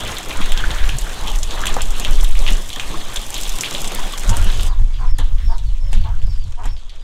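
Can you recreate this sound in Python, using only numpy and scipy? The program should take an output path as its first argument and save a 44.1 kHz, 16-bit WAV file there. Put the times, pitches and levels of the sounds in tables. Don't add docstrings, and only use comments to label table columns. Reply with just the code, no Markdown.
import sys
import numpy as np
from scipy import signal
from scipy.fft import rfft, irfft, next_fast_len
from scipy.io import wavfile
from scipy.ndimage import uniform_filter1d, minimum_filter1d, map_coordinates

SR = 44100
rng = np.random.default_rng(int(sys.argv[2]) if len(sys.argv) > 2 else 0)


def ratio_of_db(decibels):
    return 10 ** (np.asarray(decibels, float) / 20)


def persist_wave(psi):
    counts = np.round(np.clip(psi, -1, 1) * 32767).astype(np.int16)
    wavfile.write(sys.argv[1], SR, np.atleast_2d(counts).T)


N = 310023
TIME = np.arange(N) / SR
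CHANGE_S = 4.69


def unit(x):
    return x / np.sqrt(np.mean(x ** 2) + 1e-20)


def curves(rows):
    s, *cols = np.transpose(rows)
    return [np.interp(TIME, s, c) for c in cols]


def swells(events, width_s):
    return sum(db * np.exp(-((TIME - s) / width_s) ** 2 / 2) for s, db in events)


def wobble(knots_per_s):
    knots = rng.standard_normal(int(N * knots_per_s / SR) + 4)
    return map_coordinates(knots, [TIME * knots_per_s])


def coloured(x, spectrum):
    m = 2 * next_fast_len(N // 2 + SR // 2)
    hz, db = np.transpose(spectrum)
    grid_hz = np.fft.rfftfreq(m, 1 / SR)
    gain_db = np.interp(np.log(grid_hz + 1), np.log(hz + 1), db)
    ceps = irfft(np.log(ratio_of_db(gain_db) + 1e-4), m)
    ceps[1:m // 2] *= 2
    ceps[m // 2 + 1:] = 0
    return irfft(rfft(x, m) * np.exp(rfft(ceps)), m)[:N]


def fading(x, t60_s):
    return signal.lfilter([1], [1, -ratio_of_db(-60 / (t60_s * SR))], x)


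def drops(rate_per_s, spread_db):
    hits = rng.random(N) < rate_per_s / SR
    return hits * ratio_of_db(spread_db * np.minimum(rng.exponential(size=N), 4))


def patches(x, depth_db):
    z = signal.stft(x, nperseg=256)[2]
    field = uniform_filter1d(rng.standard_normal(z.shape), size=4, axis=0)
    field = uniform_filter1d(field, size=14, axis=1)
    return signal.istft(z * ratio_of_db(depth_db * unit(field)), nperseg=256)[1][:N]


def room(x, t60_s):
    t = TIME[:SR // 2]
    tail = rng.standard_normal(len(t)) * ratio_of_db(-60 * t / t60_s)
    return signal.fftconvolve(x, tail / np.linalg.norm(tail))[:N]


# start_s, level_db, small_over_big_eddies_db
WIND = [(0.0, -20, 9.5), (0.15, -45.5, 10), (0.33, -31.5, 2), (0.57, -26, -12.5), (0.62, -16, 4),
        (0.92, -24, -0.5), (2.08, -23, -0.5), (2.11, -21, -9), (2.43, -8.5, -2), (2.58, -42, -3),
        (3.41, -32.5, -4.5), (4.11, -48.5, -10), (4.32, -14, 5), (5.66, -14, 5.5), (5.8, -25.5, -5),
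        (5.95, -11, 5.5), (6.99, -44, 2.5), (7.03, -36, -5)]
# start_s, over_strength_db
PUFFS = [(.42, 8.5), (.87, 10), (1.13, -10), (1.35, 0.5), (1.6, -3.5), (1.88, 3), (2.55, 12), (2.85, 8),
         (3.5, 5), (3.64, -12.5), (3.8, 1), (4.03, 12.5), (4.65, -1.5), (4.82, 4), (5.0, 0), (5.58, -3.5),
         (6.15, -0.5), (6.28, 5.5), (6.7, 8.5)]
# freq_hz, density_db_per_hz
HEAVE = [(2.4, -38), (4.0, 3), (24, -3), (31, -36.5), (53, -120)]
BUFFET = [(13, -41.5), (22, 10.5), (34, 3), (66, -14), (86, -23), (150, -120)]
THUD = [(35, -31.5), (60, -2), (94, -3), (156, -22), (205, -29), (240, -28.5), (310, -93), (530, -120)]
# usual_level_db, growth_db_per_db, eddy_share_db_per_db
GUSTING = [
    (-12, 0.58, -0.59),
    (-17.5, 0.88, 0.11),
    (-35.5, 0.47, 0.97),
]
USUAL_DB = -20


def wind():
    strength_db, eddy_db = curves(WIND)
    puff_db = swells(PUFFS, width_s=0.041)
    x = np.zeros(N)
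    for (usual_db, grows, share), colour, lump_db in zip(GUSTING, (HEAVE, BUFFET, THUD), (1.5, 3.5, 4.5)):
        level_db = usual_db + puff_db + grows * (strength_db - USUAL_DB) + share * eddy_db
        noise = coloured(rng.standard_normal(N), colour)
        x += ratio_of_db(level_db) * unit(ratio_of_db(lump_db * wobble(17)) * noise)
    return x


# start_s, flow_db, spray_fineness_db
WATER = [(0, 4, -5.5), (.8, 1.5, -4.5), (1.3, 1, -3), (1.7, 3.5, -5.5), (2.5, 2, -1), (3.05, -0.5, -2.5),
         (3.4, -1.5, 4.5), (3.85, 2.5, -2), (4.35, 4, -5), (4.68, -2.5, 2.5), (4.7, -14.5, 0),
         (5.1, -13, -4.5), (5.6, -17, 0.5), (6.05, -14, -6.5), (6.4, -18, 1.5), (7.03, -19.5, -2.5)]
# start_s, depth_db
LULLS = [(.25, 4.5), (.58, 2.5), (1.0, 4.5), (1.421, 6), (1.88, 6.5), (2.3, 4.5), (2.68, 8), (3.27, 0),
         (3.55, 0), (4.15, 4.5)]


def stream():
    flow_db, fine_db = curves(WATER)
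    return flow_db, fine_db, swells(LULLS, width_s=0.059)


def shower(colour, shared, rate_per_s, spread_db, t60_s, hiss, patchy_db):
    trail = unit(fading(shared + drops(rate_per_s, spread_db), t60_s)) * rng.standard_normal(N)
    blur = hiss * ratio_of_db(1.0 * wobble(14)) * patches(rng.standard_normal(N), patchy_db)
    return unit(coloured(blur + trail, colour))


# freq_hz, density_db_per_hz
PLANKS = [(65, -23), (110, 4), (129, -5), (162, -2), (464, -5.5), (1200, -7.5), (1560, -41), (2640, -120)]
PUDDLE = [(650, -24), (1100, -9), (1590, -7.5), (2200, -13.5), (2860, -31), (4840, -120)]
SPLASH = [(1240, -16.5), (2100, -3.5), (3350, 4.5), (4520, -5), (5200, -13.5), (6760, -7), (11400, -120)]
SPRAY = [(2710, -11.5), (4600, -8), (5030, -1.5), (6740, -1), (7490, 0.5), (14900, -12.5), (15700, -20),
         (16300, -32)]
# level_db, lull_share_db_per_db, fineness_share_db_per_db
SHOWERS = [
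    (-37, 0.86, 0.11),
    (-41, 1.73, -0.58),
    (-35.5, 0.96, 0.42),
    (-39, 0.11, 1.0),
]


def showers():
    flow_db, fine_db, lull_db = stream()
    levels_db = [db + flow_db - dip * lull_db + fine * fine_db for db, dip, fine in SHOWERS]
    planks_db, puddle_db, splash_db, spray_db = levels_db
    big = drops(60, 6.4)
    x = ratio_of_db(planks_db + 1.5) * shower(PLANKS, 0.47 * big, rate_per_s=120, spread_db=4.0, t60_s=0.16,
                                      hiss=1.5, patchy_db=2.5)
    x += ratio_of_db(puddle_db) * shower(PUDDLE, 0.67 * big, rate_per_s=290, spread_db=6.5, t60_s=0.053,
                                 hiss=1.24, patchy_db=4.5)
    x += ratio_of_db(splash_db + 1.0) * shower(SPLASH, 1.17 * big, rate_per_s=170, spread_db=6.0, t60_s=0.03,
                                       hiss=1.62, patchy_db=3.5)
    spray = shower(SPRAY, 0.4 * big, rate_per_s=260, spread_db=3.2, t60_s=0.007,
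                   hiss=0.8, patchy_db=1.5)
    dull = unit(signal.lfilter(*signal.butter(2, 8000, fs=SR), spray))
    return x + ratio_of_db(spray_db + 1.5) * np.where(TIME < CHANGE_S, spray, dull)


# rate_per_s, usual_hz, spread_octaves, ring_cycles, over_flow_db
DROPLETS = [
    (154, 7200, .45, 4.6, -44.5),
    (71.3, 3020, 0.33, 8.3, -39.5),
    (38.7, 1100, 0.573, 16.3, -39),
]


def spatter():
    flow_db, _, lull_db = stream()
    x, t = np.zeros(N + SR), TIME[:700]
    for rate_per_s, usual_hz, octaves, cycles, db in DROPLETS:
        draw = rng.random((2000, 3))[:round(rate_per_s * N / SR)]
        at = (draw[:, 0] * (N - 1)).astype(int)
        hz = np.minimum(usual_hz * 2 ** (octaves * 3.43 * (draw[:, 1:2] - 0.5)), 15000)
        size_db = db + (flow_db - lull_db)[at] - 3.8 * np.log(draw[:, 2] + 0.046)
        decay = ratio_of_db(-60 * t * hz / (3 * cycles))
        plink = ratio_of_db(size_db)[:, None] * decay * np.sin(2 * np.pi * hz * t)
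        x += np.bincount((at[:, None] + np.arange(len(t))).ravel(), plink.ravel(), N + SR)
    return x[:N]


def blows(events, colour, cycles, tail_db, sharp):
    x, t = np.zeros(N + SR), TIME[:SR // 4]
    grains = 5.1 + fading(drops(400, 4.85), 0.028)
    carrier = unit(coloured(rng.standard_normal(N) * grains, colour))
    carrier = np.pad(carrier, (0, SR), "wrap")
    for start_s, db, hz, t60_s in events:
        part = carrier[round(start_s * SR):][:len(t)]
        patter = 0.9 * part + unit(signal.lfilter(*signal.iirpeak(hz, sharp, SR), part))
        decay = ratio_of_db(4 + 60 / cycles - 60 * t * hz / cycles)
        ring = decay * (1 - np.exp(-t * hz)) * np.sin(2 * np.pi * hz * t)
        tail = ratio_of_db(tail_db - 60 * t / max(t60_s, 0.02)) * patter
        x[round((start_s + 0.0008) * SR):][:len(t)] += ratio_of_db(db) * (ring + tail)
    return x[:N]


def wood_blows(events):
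    return blows(events, PLANKS[:-2] + PUDDLE[2:], cycles=26, tail_db=-16, sharp=5)


def splash_blows(events):
    return blows(events, SPLASH, cycles=7.5, tail_db=-21, sharp=3.1)


def spray_blows(events):
    return blows([(*event, 0.07) for event in events], SPRAY, cycles=8, tail_db=-21, sharp=3)


def cracks(events, top_hz):
    start_s, db = np.transpose(events)
    at = np.round((start_s + 0.0008) * SR).astype(int)
    spikes = np.bincount(at, ratio_of_db(db + 6), N)
    snap = (fading(spikes, 0.002) + 0.056 * fading(spikes, 0.061)) * np.sign(rng.standard_normal(N))
    return signal.lfilter(*signal.butter(2, [8000, top_hz], "band", fs=SR), snap)


# start_s, peak_db, ring_hz
SLAPS = [(0.168, -12, 3670), (0.416, -15, 3380), (0.5202, -11, 3100), (0.575, -10.5, 3300),
         (0.7056, -12.5, 3600), (0.8924, -8.5, 2770), (1.4288, -16.5, 3460), (1.509, -12.5, 3700),
         (1.6556, -12, 3500), (1.6672, -9.5, 2680), (1.8072, -12.5, 3270), (1.998, -18, 4010),
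         (2.0483, -6.5, 3130), (2.2461, -12.5, 3540), (2.353, -14.5, 2360), (2.4646, -9, 2980),
         (2.478, -10.5, 2870), (2.4847, -13.5, 2950), (2.702, -16, 3600), (2.7295, -14, 3420),
         (2.7966, -9.5, 2760), (3.1589, -9.5, 3500), (3.342, -12.5, 3700), (3.3645, -12, 3830),
         (3.4533, -16.5, 3640), (3.6349, -8.5, 2380), (3.6432, -9, 3260), (3.7486, -8.5, 3600),
         (4.5012, -15, 3640), (4.5955, -14, 3210),
         (0.0662, -20, 2420), (0.309, -19, 2430), (0.3134, -17, 2380), (1.1019, -22, 3040),
          (1.1318, -26, 3090), (1.273, -19, 3550), (1.2784, -19, 3260), (1.6365, -17, 3100),
          (1.6958, -20, 2450), (2.306, -22, 2470), (2.3231, -19, 3910), (2.4219, -25, 3420),
          (2.5282, -18, 2860), (3.266, -31, 3660), (3.3544, -16, 3860), (3.4328, -22, 3300),
          (3.5907, -26, 3050), (3.6072, -19, 3280), (3.6504, -22, 3470), (3.7145, -29, 3260),
          (3.7334, -21, 3360), (3.8531, -29, 2990), (4.025, -23, 3360), (4.135, -20, 3440),
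          (4.3306, -24, 2830), (4.5261, -20, 3400), (4.5675, -27, 3320), (4.6533, -24, 3180)]


def slaps():
    return splash_blows([(s, db, hz, 0.16 * (3300 / hz) ** 0.42) for s, db, hz in SLAPS])


# start_s, peak_db, ring_hz
TICKS = [(0.23, -19, 7180), (0.3705, -17, 7700), (0.5196, -15, 8250), (0.5749, -16.5, 5700),
         (0.7474, -17, 6600), (0.8899, -16, 5940), (0.9847, -7.5, 7540), (1.273, -17.5, 6600),
         (1.4313, -7.5, 6700), (1.507, -18, 7260), (1.6673, -10, 7850), (1.7413, -13, 6550),
         (1.8181, -7.5, 7700), (1.9974, -10.5, 7600), (2.0477, -16.5, 6980), (2.2104, -13.5, 6260),
         (2.2426, -16, 7700), (2.39, -14.5, 6020), (2.5323, -13.5, 6800), (2.797, -17.5, 6840),
         (3.1619, -11.5, 6600), (3.342, -11.5, 6440), (3.4336, -12, 6640), (3.493, -16, 6280),
         (3.6087, -3.5, 6500), (3.8536, -16.5, 6830), (3.9488, -13, 8600), (4.1813, -12.5, 6960),
         (4.2929, -5.5, 7100), (4.368, -8, 8400)]
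# start_s, peak_db, ring_hz
SPITS = [(0.118, -19, 6310), (0.1504, -30, 7460), (0.1834, -19, 7170), (0.3376, -29, 6830),
         (0.4933, -27, 7560), (1.0114, -28, 7520), (1.077, -29, 6120), (1.1313, -26, 7030),
         (1.1907, -27, 6600), (1.28, -19, 5550), (1.3574, -18.5, 6250), (1.3868, -17.5, 7100),
         (1.6057, -19.5, 6580), (1.615, -20, 6800), (1.655, -19.5, 6860), (1.6921, -23, 7550),
         (1.9055, -22, 7180), (2.1091, -24, 7620), (2.1314, -19.5, 5570), (2.3105, -21, 6760),
         (2.4204, -23, 8730), (2.5047, -22, 6050), (2.5224, -18, 6640), (2.569, -17.5, 6500),
         (2.621, -27, 7350), (2.6596, -25.5, 7130), (2.6873, -26, 7150), (2.7292, -24, 6800),
         (2.815, -35, 7020), (2.9726, -24, 8350), (3.2654, -24.5, 6150), (3.379, -24, 9000),
         (3.4114, -19, 7010), (3.7424, -18.5, 7160), (3.8044, -20.5, 5730), (3.817, -17, 6820),
         (3.8753, -15.5, 7560), (3.993, -19.5, 6950), (4.1953, -18, 7900), (4.4428, -22, 7420)]


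def near_ticks():
    return TICKS + [(s, db + 2, hz) for s, db, hz in SPITS]


# start_s, peak_db
SNAPS = [(0.1506, -26), (0.1835, -39), (0.1835, -21), (0.3381, -23), (0.4938, -30), (0.5206, -20),
         (0.5751, -29), (0.8896, -18), (0.968, -21), (0.9847, -22), (1.0121, -20), (1.076, -27),
         (1.273, -25), (1.358, -21), (1.6062, -31), (1.6147, -24), (1.657, -16), (1.6671, -14),
         (1.6921, -22), (1.8173, -25), (1.9051, -25), (1.9973, -17), (2.1091, -20), (2.1316, -29),
         (2.2074, -31), (2.2376, -18), (2.2438, -32.5), (2.2436, -19), (2.3106, -28), (2.3106, -24),
         (2.39, -24.5), (2.4209, -31), (2.5052, -19), (2.5232, -22), (2.6599, -33), (2.9726, -30.5),
         (3.1428, -22), (3.1604, -20), (3.266, -23), (3.3418, -19.5), (3.379, -18.5), (3.4121, -20),
         (3.4356, -26), (3.493, -17), (3.5648, -34), (3.5867, -33), (3.6087, -24), (3.7429, -22),
         (3.8053, -22), (3.8167, -20), (3.8566, -30), (3.8764, -23), (3.9479, -14), (3.9923, -28),
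         (4.1789, -26), (4.1954, -25), (4.2931, -32), (4.2935, -29), (4.368, -16), (4.4437, -23)]


def fine_drops():
    return spray_blows(near_ticks()) + cracks(SNAPS, top_hz=13500)


# start_s, peak_db, ring_hz, patter_t60_s
KNOCKS = [(0.638, -11, 1520, 0.077), (0.889, -27, 1610, 0.27), (1.636, -17, 1630, 0.37),
          (1.694, -25, 790, 0.13), (1.764, -17, 810, 0.4), (1.764, -21, 517.7, 0.07),
          (1.764, -19, 1250, 0.032), (2.485, -21, 1990, 0.65), (2.76, -27, 1780, 0.97),
          (2.942, -23, 1100, 0.25), (3.744, -25, 565, 0.34), (4.135, -23.5, 1150, 0.18),
          (.605, -35, 1450, .1), (1.268, -29, 840, .1), (3.54, -29, 1080, .1), (3.986, -22, 990, .1),
          (2.941, -30, 330, .1)]


def knocks():
    return wood_blows(KNOCKS)


# start_s, length_s, centre_hz, level_db
WIPES = [(0.5, 0.53, 1660, -32.5), (0.048, 0.21, 1852, -35), (0.41, 0.039, 2222, -31),
         (1.059, .06, 1500, -36.5), (1.149, 0.3, 910, -37.5), (5.368, 0.12, 1800, -48),
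         (5.912, .03, 4200, -44), (5.925, .08, 3400, -43), (6.63, .07, 2300, -46), (5.185, .05, 900, -41)]


def rag_wipes():
    x = np.zeros(N)
    for start_s, length_s, hz, db in WIPES:
        u = np.arange(round(length_s * SR)) / (length_s * SR)
        hiss = unit(signal.lfilter(*signal.iirpeak(hz, 3.5, SR), rng.standard_normal(len(u))))
        x[round(start_s * SR):][:len(u)] += ratio_of_db(db) * hiss * np.sin(np.pi * u ** 0.77)
    return x * ratio_of_db(2.5 * wobble(90))


# start_s, length_s, pitch_hz, level_db
BUMPS = [(.39, 0.034, 185, -25), (0.396, 0.022, 288, -25), (4.45, 0.04, 185, -27.5),
         (0.929, 0.053, 129.5, -21.5), (1.7, 0.031, 141, -32), (2.07, 0.064, 158, -34),
         (4.28, 0.048, 188, -22), (4.29, 0.066, 94.2, -14.5), (4.369, 0.12, 79.5, -16),
         (5.43, .07, 210, -40), (5.945, 0.074, 208, -31), (6.281, 0.0017, 600, -30),
         (5.139, 0.013, 300, -28.5), (5.797, 0.52, 86, -26.5)]
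# start_s, length_s, pitch_hz, level_db
POP = [
    (5.12, .03, 17, 6),
]


def bumps():
    x = np.zeros(N + SR)
    for start_s, length_s, hz, db in BUMPS + POP:
        t = TIME[:round(length_s * SR)]
        swell = np.sin(np.pi * (t / length_s) ** 0.78)
        x[round(start_s * SR):][:len(t)] += ratio_of_db(db) * np.sin(2 * np.pi * hz * t) * swell
    return x[:N]


# start_s, length_s, pitch_hz, level_db, throat_hz
CLUCKS = [(4.652, 0.13, 264, -37.5, 1020), (4.977, 0.12, 254.7, -35, 1020), (5.47, 0.12, 228.2, -35, 920),
          (6.027, 0.094, 226.3, -34, 920), (6.561, .13, 233.5, -34.5, 940), (4.284, 0.095, 242, -29.5, 924)]


def hen():
    x = np.zeros(N)
    for start_s, length_s, hz, db, throat_hz in CLUCKS:
        u = np.arange(round(length_s * SR)) / (length_s * SR)
        jitter = np.interp(u, np.linspace(0, 1, num=25), rng.normal(0, 0.13, size=25))
        cycles = np.cumsum(hz * (1.05 - 0.089 * u + jitter)) / SR
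        pulses = np.diff(np.floor(cycles), prepend=0) * ratio_of_db(rng.normal(0, 3.4, len(u)))
        source = unit(pulses - pulses.mean()) + 0.45 * rng.standard_normal(len(u))
        # centre_hz, width_hz, gain_db
        tract = [(throat_hz, 60, 6), (1.1 * throat_hz, 320, -10),
                 (0.442 * throat_hz, 90, -7), (0.78 * throat_hz, 60, -4)]
        voice = sum(ratio_of_db(g) * signal.lfilter(*signal.iirpeak(c, c / w, SR), source) for c, w, g in tract)
        voice = signal.lfilter(*signal.butter(2, 1400, fs=SR), voice)
        swell = np.sin(np.pi * u ** 0.86) ** 2.2
        x[round(start_s * SR):][:len(u)] += ratio_of_db(db) * unit(voice) * swell
    return x + ratio_of_db(-5) * room(x, t60_s=0.25)


# start_s, length_s, top_hz, end_hz, level_db
PEEPS = [(4.64, .097, 5050, 3250, -51), (4.915, .135, 4850, 4000, -59), (5.065, .125, 5480, 3450, -52),
         (5.42, .07, 5480, 5350, -56), (5.48, .087, 5000, 3450, -54), (5.645, .05, 4600, 3800, -57),
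         (5.8, .155, 5420, 4150, -56), (5.985, .075, 4620, 3850, -56), (6.25, .13, 5480, 4700, -58),
         (6.23, .12, 5020, 3800, -57), (6.39, .07, 4750, 3700, -56), (6.65, .152, 5500, 3900, -57),
         (6.68, .035, 4750, 4600, -61), (6.99, .04, 4900, 4750, -60), (5.49, .07, 5450, 5050, -55),
         (5.89, .05, 4400, 3650, -59), (6.29, .08, 5150, 4500, -58)]
# start_s, length_s, top_hz, end_hz, level_db
COO = [
    (5.82, 0.12, 573, 540, -52),
]


def peeps_and_coo():
    x = np.zeros(N + SR)
    quiver = 1 + 0.006 * wobble(150)
    for start_s, length_s, top_hz, end_hz, db in PEEPS + COO:
        u = np.arange(round(length_s * SR)) / (length_s * SR)
        hz = top_hz - (top_hz - end_hz) * u ** 3.2 - 0.04 * top_hz * (1 - u) ** 5
        hz = hz * np.resize(quiver[round(start_s * SR):], len(u))
        tone = np.sin(2 * np.pi * np.cumsum(hz) / SR)
        x[round(start_s * SR):][:len(u)] += ratio_of_db(db + 4 * u) * tone * np.sin(np.pi * u ** 1.2) ** 0.2
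    x = x[:N] * ratio_of_db(2.5 + 1.8 * wobble(80))
    return x + ratio_of_db(-1) * room(x, t60_s=0.2)


# start_s, peak_db
THUMPS = [
    (4.796, -36),
    (5.186, -19.5),
    (5.928, -27),
    (6.654, -26),
]
# pitch_hz, level_db, patter_t60_s
LOG = [(1830, -3, 0.16), (850, -4, 0.28), (264, -13, 0.38), (517, -18, 0.36)]
SOFT_DULLS = 0.21
HARD_DB = -22


def rag_thumps():
    rings = []
    for start_s, db in THUMPS:
        for hz, level_db, t60_s in LOG:
            tilt_db = SOFT_DULLS * (db - HARD_DB) * np.log2(hz / LOG[-1][0])
            rings.append((start_s, db + level_db + tilt_db, hz, t60_s))
    return wood_blows(rings)


# start_s, slap_db, slap_hz, tick_db
FLUNG = [(4.9402, -30, 3400, -47), (5.186, -15, 3620, -23), (5.183, -34.5, 4000, -17),
         (5.383, -29, 3440, -51.5), (5.581, -27, 3830, -28), (5.93, -20.5, 2740, -19),
         (5.937, -34, 2200, -38), (5.97, -35, 3500, -42), (6.039, -28, 3570, -36), (6.2173, -32, 2860, -37),
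         (6.6354, -34, 2650, -34), (6.641, -35, 3100, -33), (6.6557, -35, 3250, -24),
         (6.661, -40, 2500, -36), (6.766, -30, 3430, -47), (6.8945, -26, 4400, -36)]
# start_s, peak_db
FAR_SNAPS = [(4.7494, -43), (4.9462, -49), (5.1044, -45), (5.1838, -19), (5.1855, -16), (5.2024, -36),
             (5.244, -37), (5.4276, -42), (5.5099, -43), (5.5822, -46), (5.917, -35), (5.9305, -22),
             (5.9494, -44), (6.0377, -50), (6.3779, -38), (6.4135, -42), (6.6353, -46), (6.6353, -40),
             (6.655, -28), (6.6604, -40), (6.6884, -41), (6.777, -46), (6.8942, -50)]


def rag_flung():
    x = splash_blows([(s, db, hz, 0.28) for s, db, hz, _ in FLUNG])
    x += spray_blows([(s, tick_db, 7180) for s, _, _, tick_db in FLUNG])
    return x + cracks(FAR_SNAPS, top_hz=11500)


def scene():
    water = showers() + spatter() + slaps() + fine_drops() + knocks()
    rag = rag_wipes() + rag_thumps() + rag_flung()
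    birds = hen() + peeps_and_coo()
    return np.tile(wind() + water + rag + bumps() + birds, (2, 1))


# start_s, length_s
SPLITS = [(.299, .015), (1.004, .03), (1.379, .04), (1.556, .035), (2.447, .015), (2.615, .017),
          (2.955, .073), (3.254, .01), (3.373, .028), (3.706, .04), (3.756, .084), (4.093, .08),
          (4.435, .035), (6.65, .009)]


def split(mono):
    hz, t, z = signal.stft(mono, SR, nperseg=256)
    side = np.zeros(z.shape)
    loud = [(s - 0.012, 0.018) for s, db, _ in near_ticks() if db > -16.2]
    for start_s, length_s in loud + SPLITS:
        filled = rng.random(len(hz))[np.arange(len(hz)) // 8] < 0.75
        low = (length_s > 0.045) * (hz > 300) * ratio_of_db(-24)
        depth = np.where(hz > 4700, filled * ratio_of_db(-7), low)
        side[:, abs(t - start_s - length_s / 2) < length_s / 2 + 0.003] = depth[:, None]
    level = uniform_filter1d(abs(z), size=3, axis=0) * side
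    noise = np.exp(2j * np.pi * rng.random(z.shape))
    return signal.istft(level * noise, SR, nperseg=256)[1][:N]


def roll_off(x):
    return signal.sosfilt(signal.butter(12, 16460, fs=SR, output="sos"), x)


def record(dry):
    need = np.minimum(1, 0.99 / (abs(dry[0]) + 1e-9))
    gain = uniform_filter1d(minimum_filter1d(need, size=2600, origin=900), size=700)
    mono = signal.sosfilt(signal.ellip(8, 0.5, 50, 15800, fs=SR, output="sos"), dry[0] * gain)
    side = split(mono)
    return roll_off(np.array([mono + side, mono - side]))


dry = scene()
out = record(dry)
persist_wave(out)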